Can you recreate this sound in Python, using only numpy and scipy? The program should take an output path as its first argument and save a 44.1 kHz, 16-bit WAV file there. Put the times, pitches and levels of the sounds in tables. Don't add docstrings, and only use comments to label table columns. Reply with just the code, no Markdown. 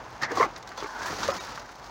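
import sys
import numpy as np
from scipy import signal
from scipy.fft import rfft, irfft
from scipy.io import wavfile

SR = 44100
rng = np.random.default_rng(int(sys.argv[2]) if len(sys.argv) > 2 else 0)


def volts_from_decibels(level):
    exponent = np.asarray(level, float) / 20
    return 10 ** exponent


def pcm_store(signal):
    levels = np.round(np.clip(np.atleast_2d(signal), -1, 1) * 32767)
    wavfile.write(sys.argv[1], SR, levels.astype(np.int16).T)


N = 83790


def rms_one(x):
    return x / np.sqrt(np.mean(x ** 2) + 1e-20)


def in_time(rows, edge_db=None):
    s, *columns = np.transpose(rows)
    return [np.interp(np.arange(N) / SR, s, c, edge_db, edge_db) for c in columns]


def drift(rate_hz):
    r = np.exp(-2 * np.pi * rate_hz / SR)
    wander = signal.lfilter([1], [1, -2 * r, r * r], rng.standard_normal(N + SR))
    return rms_one(wander[SR:])


def colour(x, points, skirt_db=-30):
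    hz = np.fft.rfftfreq(len(x), 1 / SR) + 1
    at, db = np.transpose(points)
    octaves_outside = np.maximum(np.log2(at[0] / hz), 0) + np.maximum(np.log2(hz / at[-1]), 0)
    gain = volts_from_decibels(np.interp(np.log(hz), np.log(at), db) + skirt_db * octaves_outside)
    return irfft(rfft(x) * rms_one(gain), len(x))


def resonance(x, hz, width_hz):
    r = np.exp(-np.pi * max(width_hz, 15) / SR)
    top = (1 - r * r) / 2
    return signal.lfilter([top, 0, -top], [1, -2 * r * np.cos(2 * np.pi * hz / SR), r * r], x)


def grains(per_s, spread_db, bed):
    sizes = volts_from_decibels(spread_db * np.minimum(rng.exponential(1, N), 5)) * rng.choice([-1, 1], N)
    clicks = sizes * (rng.random(N) < per_s / SR)
    return rms_one(rms_one(clicks) + bed * rng.standard_normal(N))


def wavelets(rows, widths_s):
    t = np.arange(N) / SR
    out = np.zeros(N)
    for (s, db, hz), width in zip(rows, widths_s):
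        out += volts_from_decibels(db) * np.exp(-((t - s) / width) ** 2) * np.sin(2 * np.pi * hz * (t - s))
    return out


# start_s, rustle_level_db, card_rub_relative_db
HAND_EFFORT = [(0, -57.5, 11), (.12, -53, 6), (.2, -56, 9), (.35, -50, 13), (.47, -54, 8), (.65, -59, 10),
               (.76, -54, 5), (.8, -48, 7.5), (.89, -53, 5), (1.06, -40, 1.5), (1.2, -38.5, 2),
               (1.36, -39, 4.5), (1.42, -42.5, -0.5), (1.5, -45.5, 1.5), (1.6, -50, 4), (1.66, -54, 5),
               (1.9, -54, 2)]
# pitch_hz, level_db (per Hz)
WRAP_SPECTRUM = [(1200, -0.5), (2700, -10.5), (4450, -5.5), (6400, -7.5), (8200, -22.5), (13600, -31.5),
                 (14700, -24.5), (15800, -22)]
# pitch_hz, level_db (per Hz)
CARD_SPECTRUM = [(47, -29), (80, -7.5), (364, -2), (418, -3), (451, -2), (1140, -2), (1520, -3.5),
                 (3000, -16.5), (3900, -22.5), (6600, -120)]


def rustle():
    db, rub_db = in_time(HAND_EFFORT)
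    clumps_db = 1.6 * drift(45)
    wrap = colour(grains(2500, 3.6, bed=1.4), WRAP_SPECTRUM) * volts_from_decibels(db + clumps_db)
    card_db = db + rub_db + .5 * clumps_db + 1.6 * drift(20)
    card = colour(grains(1500, 3.0, bed=1.2), CARD_SPECTRUM) * volts_from_decibels(card_db)
    return wrap + card


def crackle():
    treble = signal.butter(4, 9500, "high", fs=SR, output="sos")
    ticks = signal.sosfilt(treble, grains(300, 5.0, bed=0))
    return rms_one(ticks) * volts_from_decibels(in_time(HAND_EFFORT)[0] - 27.5 + 4 * drift(15))


# pitch_hz, level_db (per Hz)
STREET_SPECTRUM = [(30, -24), (47, 5.5), (68, -11), (125, -4.5), (170, -16.5), (350, -16.5), (900, -2),
                   (2400, -27)]


def street():
    return volts_from_decibels(-47 + 1.5 * drift(5)) * colour(rng.standard_normal(N), STREET_SPECTRUM)


# start_s, peak_level_db, t60_s, treble_db
WRAP_SNAPS = [(0.0404, -39.5, 0.06, -25), (0.1376, -55, 0.06, 5), (0.2166, -28.5, 0.062, -2),
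              (0.2209, -24, 0.046, 1.5), (0.2307, -21.5, 0.11, -17), (0.316, -24, 0.039, -0.5),
              (0.3525, -31, 0.22, 4.5), (0.3704, -28, 0.27, -7), (0.51, -51, 0.06, -10),
              (0.5352, -41, 0.12, -14), (0.561, -24.5, 0.034, -15), (0.576, -39, 0.051, 12),
              (0.626, -27, 0.025, -4), (0.6734, -28.5, 0.046, -1), (0.6909, -32, 0.022, 4),
              (0.718, -35, 0.033, -2), (0.7284, -62, 0.056, 0), (0.7754, -28.5, 0.08, -1),
              (0.802, -28.5, 0.072, -13), (0.829, -32.5, 0.18, -7), (0.8665, -39.5, 0.22, 3),
              (1.0584, -42, 0.14, 21), (1.099, -37, 0.026, 6), (1.2309, -18.5, 0.11, -10),
              (1.278, -20.5, 0.034, 2), (1.3525, -29, 0.033, -3), (1.5554, -29, 0.048, -1),
              (1.578, -39, 0.055, -6), (1.5963, -28.5, 0.022, 0), (1.691, -38, 0.074, -3),
              (1.0375, -45, .03, 12), (1.084, -41, .04, 15), (1.132, -38, .03, 12), (1.152, -31, .03, 2),
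              (1.4027, -46, .03, 0), (1.49, -44, .03, 1), (1.7085, -56, .03, 18), (1.717, -46.5, .03, 18),
              (1.7564, -52, .03, 18), (.95, -47, .05, 5), (0.991, -32, 0.044, -1)]


def snaps():
    tail_db, pop_db, rise_s = -9, -5, 0.00088
    t, noise = np.arange(N) / SR, grains(6900, 3.9, bed=0.99)
    body, treble = np.zeros(N), np.zeros(N)
    for s, db, t60, treble_db in WRAP_SNAPS:
        age = np.maximum(t - s, 0)
        burst = noise * volts_from_decibels(db + tail_db - 60 * age / max(t60, .005)) * np.minimum(age / rise_s, 1)
        burst[int(s * SR) + 30] += volts_from_decibels(db + pop_db)
        body += burst
        treble += burst * volts_from_decibels(treble_db)
    split = signal.butter(3, 7800, fs=SR, output="sos")
    return colour(signal.sosfiltfilt(split, body - treble) + treble, WRAP_SPECTRUM, skirt_db=-11)


def steel_bin(x):
    t60_s, first_bounce_s = .07, .003
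    t = np.arange(SR // 4) / SR
    tail = rng.standard_normal(len(t)) * volts_from_decibels(-60 * t / t60_s) * (t > first_bounce_s)
    tail = signal.lfilter([.4], [1, -.6], tail)
    return signal.fftconvolve(x, tail / np.sqrt(np.sum(tail ** 2)))[:N]


# centre_s, peak_level_db, pitch_hz
WEIGHT_THUDS = [
    (1.125, -44, 95),
    (.225, -45, 136),
    (0.322, -37, 291),
    (.384, -37, 265),
    (1.325, -36, 355),
    (1.285, -43, 85),
    (1.25, -44, 200),
    (1.3, -45, 196),
    (1.375, -45, 180),
    (.1, -49, 125),
]


def thuds():
    return wavelets(WEIGHT_THUDS, [3.1 / hz for s, db, hz in WEIGHT_THUDS])


# start_s, level_db
BOX_SHOVE = [
    (.205, -66),
    (.225, -28),
    (.26, -42),
    (.295, -39),
    (.318, -37.5),
    (.362, -34),
    (.39, -28),
    (.41, -25),
    (.455, -29),
    (.485, -57),
]
# pitch_hz, width_hz, level_db
BOX_MODES = [(431, 180, 2.5), (650, 28, 5), (1070, 130, 5), (1540, 37, -15), (1710, 73, -8), (2000, 260, 2)]


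def shove():
    soft = [1, -1.5, .6]
    bumps = signal.lfilter([1], soft, grains(1200, 3.0, bed=.6)) * volts_from_decibels(2.2 * drift(40))
    bumps = signal.lfilter([1], soft, bumps)
    body = np.zeros(N)
    for k, (hz, width, level_db) in enumerate(BOX_MODES):
        body += volts_from_decibels(level_db) * (-1) ** k * rms_one(resonance(bumps, hz, width + 60))
    db = in_time(BOX_SHOVE, edge_db=-99)[0] - 7.0
    rub = volts_from_decibels(-3) * colour(grains(1800, 2.3, bed=3.2), CARD_SPECTRUM)
    crunch_db = -27.5 + 1.5 * (db + 25.5) + 0.5 * drift(27)
    crunch = volts_from_decibels(crunch_db) * colour(grains(3900, 1.5, bed=0.82), WRAP_SPECTRUM) * (db > -90)
    return (rms_one(body) + rub) * volts_from_decibels(db) + crunch


# start_s, peak_level_db, first_pitch_hz, second_pitch_hz, second_relative_db
CARD_KNOCKS = [(.214, -31, 1705, 1090, -12), (.2195, -35, 1790, 960, -9), (.2235, -27.5, 1300, 1004, -5),
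               (0.2322, -19, 1830, 2574, -14.5), (.234, -31, 966, 4350, 1), (.306, -33, 400, 830, -2),
               (.3115, -29, 1644, 415, -2), (.317, -27, 448, 820, -4), (.324, -35, 473, 880, 1),
               (.3705, -18.5, 1125, 757, -4.5), (.379, -28, 350, 1060, 3.5), (.397, -16, 1070, 2030, -11),
               (.4015, -15, 451, 737, -14), (.408, -14, 1102, 1812, -8.5), (.417, -21, 1006, 635, -0.5),
               (0.427, -13, 1134, 2114, -8), (.4335, -27.5, 1130, 1457, -2), (.4395, -21, 1155, 474, -4.5),
               (.447, -32, 460, 2200, -6), (.453, -26.5, 796, 1090, -4), (.46, -30.5, 823, 348, -0.5),
               (.777, -37.5, 980, 523, -0.5), (0.8235, -30.5, 392, 1195, -2), (.84, -30.5, 391, 2260, -7),
               (.856, -38.5, 376, 1160, 2), (1.045, -35.5, 670, 570, -5), (1.1, -32.5, 560, 340, -1),
               (1.126, -31, 416, 726, -1.5), (.889, -34, 1035, 1750, -6), (1.082, -37, 1750, 1020, -3),
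               (1.232, -30, 960, 2720, -9), (1.231, -29.5, 1570, 4460, -2.5),
               (1.285, -15.5, 562, 1170, -7.5), (1.292, -23, 574, 1227, 0), (1.304, -37, 714, 1240, -4),
               (1.316, -30, 1364, 770, -2), (1.325, -25, 1300, 1022, -7)]


def knocks():
    contact_s, ring_cycles, ring_t60_s = .0022, 7.0, .012
    scuff_db, scuff_t60_s = -12.5, .06
    out, scuff, t = np.zeros(N + SR), np.zeros(N + SR), np.arange(SR // 8) / SR
    swell = (1 - np.exp(-t / contact_s)) ** 3
    for s, db, first_hz, second_hz, second_db in CARD_KNOCKS:
        span = slice(int(s * SR), int(s * SR) + len(t))
        scuff[span] += volts_from_decibels(db + scuff_db - 60 * t / scuff_t60_s) * swell
        for hz, level_db in ((first_hz, db), (second_hz, db + second_db)):
            shape = swell * volts_from_decibels(-60 * t / (ring_t60_s + ring_cycles / hz))
            tone = np.sin(2 * np.pi * hz * t + rng.uniform(0, 2 * np.pi))
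            out[span] += volts_from_decibels(level_db) * shape / shape.max() * tone
    rough_card = colour(grains(1300, 2.7, bed=0.84), CARD_SPECTRUM[3:], -5.5)
    return out[:N] + scuff[:N] * rough_card


# start_s, level_db
FLAP_RATTLE = [
    (.214, -57),
    (.222, -33.5),
    (.252, -32.5),
    (.27, -38),
    (.3, -39),
    (.33, -45),
    (.345, -58),
]
# pitch_hz, width_hz, level_db
FLAP_PANEL = [(880, 120, -4), (1300, 340, -11), (1750, 280, 2), (2100, 440, -3)]


def flap():
    slaps, body = grains(1500, 3.0, bed=.8), np.zeros(N)
    for k, (hz, width, db) in enumerate(FLAP_PANEL):
        mode = resonance(resonance(slaps, hz, width), hz, 2 * width)
        body += volts_from_decibels(db) * (-1) ** k * rms_one(mode)
    return rms_one(body) * volts_from_decibels(in_time(FLAP_RATTLE, edge_db=-99)[0])


# start_s, peak_level_db, pitch_hz
FINGER_TAPS = [
    (.7175, -30, 1300),
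    (.7805, -30, 800),
    (.8262, -26, 700),
    (.8445, -25, 1100),
    (.8605, -27, 1100),
    (1.0195, -25, 1300),
    (1.083, -27, 1500),
    (1.479, -27, 1300),
    (1.5765, -24, 1100),
    (1.692, -32, 1300),
]


def taps():
    out, width_hz = np.zeros(N), 700
    for s, db, hz in FINGER_TAPS:
        click = np.zeros(N)
        click[[int(s * SR), int((s + .004) * SR), int((s + .007) * SR)]] = 1, -.55, .35
        ring = resonance(resonance(click, hz, width_hz), hz, 1.3 * width_hz)
        out += volts_from_decibels(db) * ring / np.abs(ring).max()
    return out


# start_s, level_db, cavity_pitch_hz
CARTON_SLIDE = [
    (.86, -44.5, 920),
    (.93, -43.5, 950),
    (.97, -38.5, 891.5),
    (1.02, -39.5, 950.6),
    (1.085, -36, 1027),
    (1.115, -46, 1083),
]


def slide():
    db, hz = in_time(CARTON_SLIDE)
    phase, out, width_hz = 2 * np.pi * np.cumsum(hz) / SR, np.zeros(N), 140
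    for ratio, level_db in ((1, 0), (1.62, -1)):
        in_phase = drift(width_hz) * np.cos(ratio * phase)
        out += volts_from_decibels(level_db) * (in_phase + drift(width_hz) * np.sin(ratio * phase))
    return out * volts_from_decibels(db - 1.5 - 99 * (db == db[0]) - 99 * (db == db[-1]))


def scene():
    blows = knocks() + taps() + snaps()
    handling = rustle() + crackle() + thuds() + shove() + flap() + slide()
    return (blows + volts_from_decibels(-13) * steel_bin(blows) + handling + street())[None]


# centre_s, half_width_s, treble_db, bass_db
LEVEL_DIPS = [
    (.285, .016, -7, 0),
    (1.329, .0055, -18, -3),
    (1.394, .0065, -19, -16),
]
# centre_s, peak_level_db, pitch_hz
THIN_TONES = [(1.326, -44, 5240), (1.325, -45, 5050), (1.326, -48, 6600), (1.328, -43, 1950),
              (1.399, -43, 3770), (1.395, -43, 2300), (1.396, -44, 1880), (1.394, -42, 990),
              (1.394, -43, 366), (1.395, -52, 6200), (1.395, -52, 6740), (.787, -46, 3450),
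              (.786, -43.5, 4350), (.784, -45, 6000), (.81, -46, 3430), (1.327, -38, 750),
              (1.33, -38, 1010)]


def top_cut(x):
    return signal.sosfilt(signal.butter(12, 15850, fs=SR, output="sos"), x)


def record(dry):
    t = np.arange(N) / SR
    treble_db, bass_db = np.zeros(N), np.zeros(N)
    for s, width, treble_dip, bass_dip in LEVEL_DIPS:
        dip = np.exp(-((t - s) / width) ** 2)
        treble_db += treble_dip * dip
        bass_db += bass_dip * dip
    bass = signal.sosfiltfilt(signal.butter(4, 1900, fs=SR, output="sos"), dry)
    x = bass * volts_from_decibels(bass_db) + (dry - bass) * volts_from_decibels(treble_db)
    x = x + wavelets(THIN_TONES, [.011] * len(THIN_TONES))
    x = signal.sosfilt(signal.butter(3, 38, "high", fs=SR, output="sos"), x)
    x = irfft(rfft(x) * (np.fft.rfftfreq(N, 1 / SR) < 15850), N)
    return top_cut(x)


dry = scene()
out = record(dry)
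pcm_store(out)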